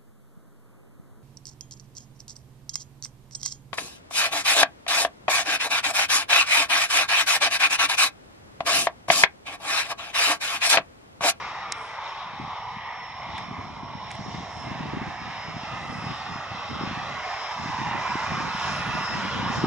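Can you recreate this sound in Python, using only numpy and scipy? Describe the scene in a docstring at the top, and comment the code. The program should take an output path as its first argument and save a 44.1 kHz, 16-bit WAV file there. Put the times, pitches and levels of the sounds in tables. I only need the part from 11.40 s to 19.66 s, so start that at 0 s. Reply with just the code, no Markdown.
"""First a wavering broadband roar: a turbine-powered model jet flies by high over an open field.
Its exhaust is shaped noise in drifting bands, notched by close reflections; thin sine whines sink in pitch.
Near the hand-held camera, wind noise and pressure swings buffet the microphone.
Short noise bursts tick through resonances of the camera body; faint swells of high hiss lie behind."""
import sys
import numpy as np
from scipy import signal
from scipy.fft import rfft, irfft
from scipy.io import wavfile

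SR = 44100
rng = np.random.default_rng(int(sys.argv[2]) if len(sys.argv) > 2 else 0)


def int16_out(signal):
    """Quantize to a 16-bit WAV file."""
    q = np.round(np.clip(np.atleast_2d(signal).T, -1, 1) * 32767)
    wavfile.write(sys.argv[1], SR, q.astype(np.int16))


N = 364266
TIME = np.arange(N) / SR  # s
FREQS = np.maximum(np.arange(N // 2 + 1) * SR / N, 1)  # Hz

# exhaust spectrum before band levels: f/Hz, relative density/dB
EXHAUST_COLOUR = [(60, -26), (280, -23.5), (520, -12), (780, 1.5), (930, 2.2), (1080, 0.2), (1450, -10),
                  (1780, -7.4), (2050, -5.5), (2400, -8), (2620, -8.5), (2830, -11.5), (3050, -12.5),
                  (3300, -13.5), (3850, -13.5), (4200, -19.5), (4900, -21.5), (5850, -23.5), (6350, -29),
                  (7000, -31.5), (7600, -40), (8300, -41.5), (9500, -55)]
# exhaust levels before the trims in exhaust(): roar near 1 kHz, rush near 2 kHz,
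# hiss at 3-4 kHz, sizzle at 6-7.5 kHz; each t/s, level/dB
ROAR_LEVEL = [(0.0, -35.5), (0.53, -37), (0.64, -34), (0.94, -38.5), (1.17, -33.5), (1.38, -40.5),
              (1.45, -38), (1.72, -39.5), (1.98, -36), (2.37, -40), (2.9, -38.5), (3.45, -38), (4.12, -39),
              (6.23, -34), (6.65, -28.5), (6.74, -31.5), (7.2, -32), (7.98, -32), (8.26, -28.5)]
RUSH_LEVEL = [(0, -41.5), (.2, -40), (.4, -44), (.7, -44.5), (1.25, -47.5), (1.48, -40), (1.85, -46.5),
              (1.98, -43.5), (2.38, -50.5), (2.8, -49), (4.0, -41.5), (4.15, -44.5), (4.43, -45),
              (5.3, -46.5), (5.75, -40.5), (6.3, -41), (6.52, -35.5), (6.89, -37.5), (7.28, -36),
              (8.26, -40)]
HISS_LEVEL = [(0, -49.5), (.38, -54), (.6, -54.5), (.68, -46), (.73, -49.5), (.8, -47.5), (.88, -53),
              (1.0, -53.5), (1.13, -50), (1.3, -53), (1.5, -56), (1.86, -52.5), (1.98, -46.5), (2.08, -55),
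              (2.4, -57.5), (2.72, -50), (2.83, -56.5), (2.95, -49.5), (3.06, -56), (3.42, -52),
              (3.73, -55), (3.95, -49), (4.06, -54.5), (4.25, -49), (4.58, -54.5), (4.69, -46.5),
              (4.82, -47.5), (5.03, -53), (5.13, -48), (5.48, -45.5), (5.6, -48), (6.2, -49), (7.03, -47.5),
              (7.22, -43.5), (7.6, -45.5), (8.26, -43.5)]
SIZZLE_LEVEL = [(0, -60.5), (.3, -70.5), (.53, -65.5), (.6, -69), (.69, -63.5), (.89, -73), (1.13, -70),
                (1.44, -75), (1.9, -70.5), (1.98, -65), (2.07, -70.5), (2.55, -73.5), (2.78, -64),
                (2.95, -62), (3.59, -66.5), (4.15, -63), (4.3, -63), (4.9, -61.5), (5.1, -64), (5.7, -60.5),
                (5.82, -59.5), (6.15, -58), (6.4, -56.5), (6.55, -57.5), (6.74, -54.5), (7.141, -55.5),
                (7.29, -51), (7.49, -57), (7.82, -53.5), (8.06, -59.5), (8.15, -50), (8.26, -56)]
# lean of the roar's hump to its low or high side: t/s, slope/(dB per octave)
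ROAR_TILT = [(0, 7), (1.2, -1.5), (2.6, -6), (3.1, -7), (3.6, -1.5), (4.1, -2), (4.7, 7), (5.4, 9), (6, -2),
             (7, 5), (8.26, 1)]
# level added to the low body of the roar, in full at 450 Hz and below: t/s, level/dB
LOW_BODY_LEVEL = [(0, 11.5), (.5, 3), (1.0, -3), (1.6, -3.5), (2.5, -7), (3.1, -1.5), (4.1, -0.5),
                  (4.7, 5.5), (5.5, 9), (6.1, -4), (7.1, 1), (7.6, 5), (8.26, 2)]
# place of the roar: t/s, left minus right/dB
ROAR_PLACE = [(0, 2.3), (1.1, 1.5), (2.5, -0.5), (6.5, -0.5), (7.5, -1), (8.26, 0)]
# reflection behind the direct sound: t/s, lag/ms, strength (0-1)
REFLECTION = [(0, 0.88, 0.31), (.8, 0.88, 0.26), (1.4, 0.95, 0.42), (2.3, 0.91, 0.33), (3.0, 0.99, 0.17),
              (3.6, 1.12, 0), (4.2, 1.52, 0.2), (4.9, 1.51, 0.49), (5.5, 1.56, 0.33), (5.9, 1.8, 0),
              (6.5, 2.08, 0.28), (7.2, 1.92, 0.02), (8.26, 2, 0.19)]
# shorter reflection, strongest late in the pass: t/s, lag/ms, strength (0-1)
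SHORT_REFLECTION = [(6.3, 0.62, 0.14), (7.2, 0.72, 0.2), (7.7, 0.67, 0.43), (8.26, 0.65, 0.34)]

# exhaust at the two microphone ports: f/Hz, left-right correlation (0-1)
PORT_LIKENESS = [(100, .9), (1000, .96), (2000, .92), (3000, .78), (4200, .55), (7000, .45), (9000, .1)]
# exhaust at the two microphone ports: f/Hz, left lead/rad
PORT_LEAD = [(100, 0), (700, .15), (1300, .3), (2000, -.65), (2580, -1.5), (3360, -.8), (4300, -2.3),
             (5250, -1.7), (6200, .3), (7100, -.2), (8000, -2.0)]
# exhaust at the two microphone ports: f/Hz, left minus right/dB
PORT_BALANCE = [(100, 0), (600, -2.3), (1400, -2.6), (2050, 0), (2700, -2.3), (3300, 2), (3850, 6),
                (4300, 1.5), (4900, 7), (5700, -.5), (6500, -1.5), (7800, 3), (10000, -2)]

# turbine whines, low to high: start f/Hz, end f/Hz, glide start t/s, glide time/s,
# left minus right/dB added to the shared place, left lead/rad
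WHINES = [(5389, 5188, 1.7, 1.22, 3, -1.7), (5523, 5286, 1.6, 1.22, 0, -1.4),
          (5598, 5350, 1.65, 1.22, 0, -1.2), (5615, 5523, 2.5, 1.85, -2.5, -.8)]
# shared place of the whines: t/s, left minus right/dB
WHINE_PLACE = [(0, -11), (2.6, -17), (3.3, -14.5), (4.2, -1), (5.2, 6), (6.2, 13), (8.26, 12)]
# lowest whine between dropouts, before the trim in turbine(): start t/s, end t/s, level/dB
LOW_WHINE_SWELLS = [(.6, .85, -59), (1.03, 1.5, -65), (1.53, 1.88, -55), (1.9, 2.15, -59), (2.2, 2.32, -61),
                    (2.7, 3.12, -63), (3.2, 3.62, -58), (3.74, 3.9, -54), (3.92, 4.15, -48),
                    (4.12, 4.35, -55), (4.45, 4.85, -49), (4.84, 5.03, -50), (5.05, 5.2, -58),
                    (5.21, 5.52, -51), (5.78, 6.25, -48.5), (6.1, 6.52, -52.5), (6.56, 6.89, -53),
                    (6.89, 7.07, -52.5), (7.08, 7.46, -48.5), (7.51, 7.85, -44), (7.75, 7.97, -52),
                    (8.0, 8.35, -48)]
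# second, third and highest whine, before the same trim: each t/s, level/dB
MIDDLE_WHINE_LEVEL = [(0, -59), (.5, -60), (.75, -74), (1.25, -62), (1.55, -62), (1.75, -71), (1.95, -59),
                      (2.2, -70), (2.55, -60), (2.85, -59.5), (3.0, -66), (3.2, -53), (3.45, -67),
                      (3.8, -57), (4.0, -56), (4.3, -55), (4.6, -66), (4.9, -62), (5.45, -59), (6.25, -65),
                      (7.0, -56), (7.35, -49), (7.6, -63), (8.26, -57)]
FAINT_WHINE_LEVEL = [(1.8, -78), (2.1, -67), (2.5, -72), (2.75, -63), (3.2, -61), (3.45, -74), (3.901, -60),
                     (4.5, -81), (6.9, -58), (8.26, -70)]
HIGH_WHINE_LEVEL = [(0, -75), (1.9, -81), (2.6, -72), (2.82, -61), (3.35, -70), (3.55, -78), (3.8, -70),
                    (4.85, -57), (5.0, -65), (5.2, -55), (5.7, -59.5), (5.9, -78), (6.6, -62), (6.95, -56),
                    (7.2, -66), (7.6, -66), (8.26, -70)]
GLIDE_SHAPE = 1.65  # exponent of the glide curve
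SHAFT_HZ, SHAFT_DB, SHAFT_PEAK_S, SHAFT_FADE_DB_PER_S = 1431, -40, 7.54, 13

# gusts at the microphone, before the trim in gustiness(): start t/s, length/s, level/dB
GUSTS = [(1.005, 0.028, -37), (1.332, 0.033, -45), (1.883, 0.092, -40.5), (1.98, 0.025, -36.5),
         (2.02, 0.046, -40.5), (2.09, 0.033, -34), (2.184, 0.13, -37), (2.305, 0.03, -38),
         (2.369, 0.099, -38.5), (2.547, 0.03, -42), (2.599, 0.03, -41), (2.806, .12, -36),
         (2.94, 0.044, -33), (3.202, 0.15, -34), (3.395, 0.068, -31), (3.536, 0.15, -31.5),
         (3.837, 0.041, -36.5), (4.079, 0.077, -37), (4.224, 0.019, -41), (4.33, 0.071, -38),
         (4.45, 0.12, -32), (4.638, 0.084, -32.5), (4.846, 0.095, -38.5), (5.15, 0.08, -41),
         (5.307, 0.058, -31), (5.41, 0.09, -30.5), (5.573, 0.18, -37), (6.198, 0.12, -36),
         (6.396, 0.19, -31.5), (6.692, 0.045, -35), (6.89, 0.13, -32.5), (6.996, 0.1, -33),
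         (7.26, 0.34, -33), (7.705, 0.18, -30.5), (7.958, 0.14, -27.5), (8.07, .2, -28)]
# breeze between the gusts: t/s, level/dB
BREEZE = [(0, -59), (.7, -63), (.95, -50), (1.15, -59), (1.55, -54.5), (1.78, -55.5), (2.2, -46),
          (5.7, -51), (5.9, -71), (6.1, -67), (6.25, -43.5), (7.66, -43.5), (8.1, -42), (8.26, -24)]
# colour of the wind before scaling: f/Hz, relative density/dB
WIND_COLOUR = [(12, -61), (25, -25), (40, -17.5), (70, -4), (120, 0), (200, -2), (300, -9), (420, -14.5),
               (700, -27.5), (1500, -58)]
# strong single eddies: t/s, peak level/dB before the left-right spread, centre f/Hz
EDDIES = [(0.938, -34, 170), (1.001, -26, 230), (1.014, -31.5, 200), (1.078, -36, 200), (1.371, -31, 160),
          (2.114, -25, 193.5), (2.193, -30.5, 190), (2.434, -27, 213), (2.554, -26, 168),
          (2.794, -26.5, 180), (2.864, -28.5, 278), (2.948, -22.5, 190), (3.008, -29, 250),
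          (3.317, -23.5, 199), (3.409, -21.5, 211), (3.457, -26.5, 239), (3.536, -20.5, 288),
          (3.573, -17, 225), (3.617, -23, 203), (3.68, -25, 171), (3.818, -33, 220), (4.168, -25.5, 185),
          (4.236, -29.5, 213), (4.5, -26, 190), (4.558, -28, 178.4), (4.643, -25, 184), (4.96, -27.5, 190),
          (5.15, -32, 169), (5.317, -26.5, 211), (5.412, -22, 262), (5.438, -20.5, 275), (5.476, -23, 200),
          (5.514, -24, 221), (5.577, -25, 207), (6.2, -29.5, 210), (6.26, -24, 210), (6.303, -28, 164),
          (6.389, -27, 201), (6.418, -24, 242), (6.515, -27, 200), (6.756, -19.5, 256), (6.921, -21.5, 192),
          (7.005, -24, 273), (7.151, -26.5, 180), (7.396, -31, 174), (7.554, -22.5, 225),
          (7.853, -22.5, 243), (7.952, -26, 175), (7.999, -19, 182), (8.031, -21, 205), (8.065, -22, 200),
          (8.102, -22.5, 225), (8.182, -20.5, 202), (8.235, -29, 253), (8.2418, -10, 272)]
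GUST_ATTACK_S, GUST_RELEASE_S = 0.024, 0.055  # time for a factor e in gain

# ticks of the camera body, before the trim in ticks():
# t/s, rms level over the decay time/dB, decay/ms, centre f/Hz
TICKS = [(.3225, -15.3, 1.1, 6000), (.3229, -24.5, 1.2, 1450), (.3245, -27, .7, 3500),
         (1.9805, -28.5, 1.8, 2000), (1.982, -44, 3, 7500), (1.9855, -29.5, 2.5, 1500),
         (2.706, -29, .6, 1800), (2.7058, -43, .6, 7500), (2.7106, -26.5, 1.2, 2100),
         (2.7155, -31, .6, 8000), (2.7155, -32, .7, 2100), (2.7532, -31, .7, 2100), (2.7532, -46, .6, 8000)]
# resonances of the camera body: f/Hz, width/Hz, level/dB
BODY_MODES = [(980, 260, 2), (2080, 440, 11.5), (3800, 600, 3), (5250, 490, 7), (6470, 310, 2),
              (7500, 280, -2.5), (8500, 150, -18), (10700, 800, -14)]
TICK_RISE_SHARE = .6  # rise time as a share of the decay time
TICK_OCTAVES = 0.67  # spread around the centre

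# swells of high hiss: start t/s, end t/s, level/dB before the arch, centre f/Hz,
# width of each of two filter passes/Hz, left minus right/dB
SWISHES = [(0.298, 0.584, -62, 8450, 3500, -5), (2.686, 2.78, -64, 8000, 4000, -11),
           (3.026, 3.34, -68, 7800, 3500, -4), (4.236, 4.9, -67.5, 8200, 2500, 0),
           (7.03, 7.703, -71, 10500, 900, -22)]
TOP_HZ = 11050  # upper edge of the camera's sound


def undb(db):
    """Decibels to gain."""
    return 10 ** (np.asarray(db) / 20)


def unit(x):
    """Scale to rms 1."""
    return x / np.sqrt(np.mean(x ** 2))


def curves(table):
    """Each column of a time table, joined by straight lines."""
    s, *columns = np.transpose(table)
    return [np.interp(TIME, s, column) for column in columns]


def across(table, hz=FREQS):
    """A frequency table read on a log axis."""
    f, value = np.transpose(table)
    return np.interp(np.log(hz), np.log(f), value)


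def shape(x, response):
    """Filter by a frequency response."""
    return irfft(rfft(x) * response, N)


def resonance(hz, width):
    """Response of one damped mode, gain 1 at its centre."""
    return 1 / (1 + 1j * (FREQS / hz - hz / FREQS) * hz / width)


def sides(db):
    """Left and right gains for a level difference."""
    return undb(np.array([[1], [-1]]) * db / 2)


def walk(rate):
    """Smooth random drift of rms 1; a higher rate turns more often."""
    steps = np.linspace(0, N / SR, 8192)
    hz = np.arange(len(steps) // 2 + 1) * SR / N
    lowpass = np.exp(-(hz / rate) ** 2) * (hz > 0)
    slow = irfft(rfft(rng.standard_normal(len(steps))) * lowpass)
    return np.interp(TIME, steps, unit(slow))


def noise_pair(likeness):
    """Left and right white noise with a given correlation."""
    c = np.clip(likeness, 0, .995)
    mid, side = rng.standard_normal((2, N))
    return shape(mid, np.sqrt(1 + c)) + np.array([[1], [-1]]) * shape(side, np.sqrt(1 - c))


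def band_level(x, lo_hz, hi_hz):
    """Rms of a sound between two frequencies."""
    return np.sqrt(np.mean(shape(x, (FREQS > lo_hz) & (FREQS < hi_hz)) ** 2))


def delayed(x, lag_ms):
    """Both channels read a changing time late."""
    return np.array([np.interp(TIME - lag_ms / 1000, TIME, channel) for channel in x])


def exhaust(roar_db=0.32, rush_db=-0.78, hiss_db=0.34, sizzle_db=1.03, waver_db=0.44, flicker_db=1.0):
    """Jet mixing noise: the treble swells as the nozzle turns nearer, and turbulence makes each band waver."""
    ports = sides(across(PORT_BALANCE)) * np.exp(.5j * np.array([[1], [-1]]) * across(PORT_LEAD))
    spectrum = rfft(noise_pair(across(PORT_LIKENESS))) * undb(across(EXHAUST_COLOUR)) * ports
    steady = irfft(spectrum, N).mean(axis=0)

    # large eddies give the roar, ever smaller ones the rush, hiss and sizzle
    layers = [(ROAR_LEVEL, roar_db, 600, 1400), (RUSH_LEVEL, rush_db, 1700, 2500),
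              (HISS_LEVEL, hiss_db, 3000, 4200), (SIZZLE_LEVEL, sizzle_db, 5900, 7500)]
    levels = []
    for table, trim_db, lo_hz, hi_hz in layers:
        steady_db = 20 * np.log10(band_level(steady, lo_hz, hi_hz))
        levels.append(curves(table)[0] + trim_db - steady_db)

    anchors = np.log([1100, 2000, 3500, 6300])  # where each layer's level holds in full
    centres = np.log(np.geomspace(450, 10000, 16))
    lean_octaves = [(500, -.7), (1000, 0), (1350, .55), (1900, 0)]
    low_share = [(450, 1), (700, 0)]
    tilt, low_db = curves(ROAR_TILT)[0], curves(LOW_BODY_LEVEL)[0]
    shared_waver = walk(7.1)
    out = 0
    for centre, pick in zip(centres, np.eye(len(centres))):
        # overlapping bands that add up to the whole spectrum
        band = irfft(spectrum * np.interp(np.log(FREQS), centres, pick), N)
        db = 0
        for share, level in zip(np.eye(len(levels)), levels):
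            db = db + np.interp(centre, anchors, share) * level
        db = db + tilt * across(lean_octaves, np.exp(centre))
        db = db + low_db * across(low_share, np.exp(centre))
        out = out + band * undb(db + waver_db * shared_waver + flicker_db * walk(8.7))
    return out


def scattered(x, count=6):
    """Pockets of turbulent air open weak, fleeting side paths, so colours come and go in the roar."""
    share = .12
    out = x
    for lag_ms in np.geomspace(1.1, 5.5, count):
        strength = share * walk(3.5)
        out = out + strength * delayed(x, lag_ms * (1 + .05 * walk(1)))
    return out / np.sqrt(1 + count * share ** 2)


def reflected(x, path, dull_hz=3000, thin_hz=560):
    """A slightly late copy, weak in bass and treble, carves slowly moving notches into the roar."""
    lag_ms, strength = curves(path)
    band = shape(x, 1 / (1 + (FREQS / dull_hz) ** 12) / (1 + (thin_hz / FREQS) ** 8))
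    # the sum roughly keeps the loudness of the direct roar, whose power lies near 1 kHz
    overlap = np.cos(2 * np.pi * lag_ms) * np.exp(-.5 * lag_ms ** 2)
    loudness = np.sqrt(1 + strength ** 2 + 2 * strength * overlap)
    return x - band + (band + strength * delayed(band, lag_ms)) / loudness


def turbine(whine_db=-1.05, halo_db=-64):
    """Four close whines glide down to new pitches over a narrow compressor hiss; the shaft adds a lower tone."""
    place = curves(WHINE_PLACE)[0]
    shaft_db = SHAFT_DB - SHAFT_FADE_DB_PER_S * abs(TIME - SHAFT_PEAK_S)
    tones = whine(SHAFT_HZ, shaft_db, pan_db=-5.5, lead=.3)
    levels = [swells(LOW_WHINE_SWELLS)]
    levels += [curves(table)[0] for table in (MIDDLE_WHINE_LEVEL, FAINT_WHINE_LEVEL, HIGH_WHINE_LEVEL)]
    for (start_hz, end_hz, start_s, glide_s, side_db, lead), db in zip(WHINES, levels):
        age = np.maximum(TIME - start_s, 0) / glide_s
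        done = 1 - np.exp(-age ** GLIDE_SHAPE)
        hz = start_hz + (end_hz - start_hz) * done
        tones = tones + whine(hz, db + whine_db, place + side_db, lead)
    halo = unit(shape(noise_pair(0.28), resonance(5406, 310) ** 2))
    return tones + halo * undb(halo_db + 1.2 * walk(5.9)) * sides(0.49 * place)


def whine(hz, db, pan_db, lead, jitter_hz=7, fading_db=0.6, apart_db=2.05):
    """One turbine tone: a sine whose pitch trembles and whose level fades in and out with the air."""
    phase = 2 * np.pi * np.cumsum(hz + jitter_hz * walk(70)) / SR
    # one drift is shared, the faster one differs between left and right
    fading = fading_db * walk(8) + apart_db * np.array([walk(20), walk(20)])
    tone = np.sqrt(2) * np.sin(phase + np.array([[lead], [0]]))
    return tone * undb(db + fading) * sides(pan_db)


def swells(table, rest_db=-71, arch=0.7):
    """Level in dB of a tone that swells in arches between dropouts."""
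    gain = undb(rest_db)
    for start, end, db in table:
        rise = np.sin(np.pi * np.clip((TIME - start) / (end - start), 0, 1))
        gain = np.maximum(gain, undb(db) * abs(rise) ** arch)
    return 20 * np.log10(gain)


def wind(lumpy_db=3.0, eddy_spread_db=3, eddy_length=1.67, eddy_apart_rad=0.85,
         bass_hz=115, bass_follows=0.37, usual_db=-42):
    """Gusts rumble on the microphone in lumps; the strongest eddies each give one short thump."""
    lumps = unit(undb(lumpy_db * walk(50)))
    likeness = across([(60, 0.84), (140, 0.88), (280, 0.062)])
    rumble = unit(shape(noise_pair(likeness) * lumps, undb(across(WIND_COLOUR))))
    # faster air sheds quicker eddies, so the deep bass grows less than the rest
    strength = gustiness()
    bass = shape(rumble, 1 / (1 + (FREQS / bass_hz) ** 4))
    bass_strength = undb(usual_db) * (strength / undb(usual_db)) ** bass_follows
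    out = (rumble - bass) * strength + bass * bass_strength
    for (s, db, hz), (pan, turn, apart) in zip(EDDIES, rng.standard_normal((len(EDDIES), 3))):
        # a passing eddy is one brief swing of pressure, a little different at each port
        u = np.pi * hz * (TIME - s)
        near = abs(u) < 10
        port_phase = np.array([[.5], [-.5]]) * eddy_apart_rad * apart
        swing = np.cos(2 * u[near] + np.pi * turn + port_phase)
        envelope = np.exp(-(u[near] / eddy_length) ** 2)
        out[:, near] += undb(db) * swing * envelope * sides(eddy_spread_db * pan)
    return out


def gustiness(gust_db=-3.0):
    """Strength of the wind: each gust rises, holds and dies away over the breeze."""
    power = undb(curves(BREEZE)[0]) ** 2
    for start, length, db in GUSTS:
        before = np.maximum(start - TIME, 0) / GUST_ATTACK_S
        after = np.maximum(TIME - start - length, 0) / GUST_RELEASE_S
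        power = np.maximum(power, (undb(db + gust_db) * np.exp(-before - after)) ** 2)
    return np.sqrt(power)


def ticks(pan_db=-4, ticks_db=-3.5):
    """Short scrapes of plastic ring the camera body: hard contacts snap high, soft ones knock low."""
    body = sum(undb(db) * resonance(hz, width) for hz, width, db in BODY_MODES)
    scrape, out = noise_pair(.9), 0
    for s, db, decay_ms, hz in TICKS:
        age = (TIME - s) * 1000 / decay_ms
        burst = scrape * np.exp(-np.minimum(np.maximum(age, -age / TICK_RISE_SHARE), 50))
        # a nearly flat push lets the body and the tick's centre set the colour
        push = rfft(burst)
        push = push / np.sqrt(abs(push) ** 2 + np.mean(abs(push) ** 2) / 10)
        hardness = np.exp(-.5 * (np.log2(FREQS / hz) / TICK_OCTAVES) ** 2)
        tick = irfft(push * body * hardness, N)
        rms = np.sqrt(np.sum(tick.mean(axis=0) ** 2) / (decay_ms * SR / 1000))
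        out = out + tick * undb(db + ticks_db) / rms
    return out * sides(pan_db)


def swishes(floor_db=-75, uneven_db=2.0, grain_db=1.0):
    """Soft, grainy swells of high hiss over the microphone's steady self-noise."""
    out = unit(noise_pair(.1)) * undb(floor_db)
    for start, end, db, hz, width, pan_db in SWISHES:
        swell = np.sin(np.pi * np.clip((TIME - start) / (end - start), 0, 1))
        swell = swell * unit(undb(uneven_db * walk(18) + grain_db * walk(160)))
        hiss = unit(shape(noise_pair(0.16), resonance(hz, width) ** 2))
        out = out + hiss * swell * undb(db) * sides(pan_db)
    return out


def scene():
    """The jet overhead, with wind and small noises close to the camera."""
    roar = scattered(exhaust())
    roar = reflected(reflected(roar, REFLECTION), SHORT_REFLECTION)
    roar = roar * sides(curves(ROAR_PLACE)[0])
    return roar + turbine() + wind() + ticks() + swishes()


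def record(dry):
    """The camera cuts the top steeply with an elliptic low-pass."""
    return signal.sosfilt(signal.ellip(10, .2, 80, TOP_HZ, fs=SR, output="sos"), dry)


dry = scene()
out = record(dry)
int16_out(out)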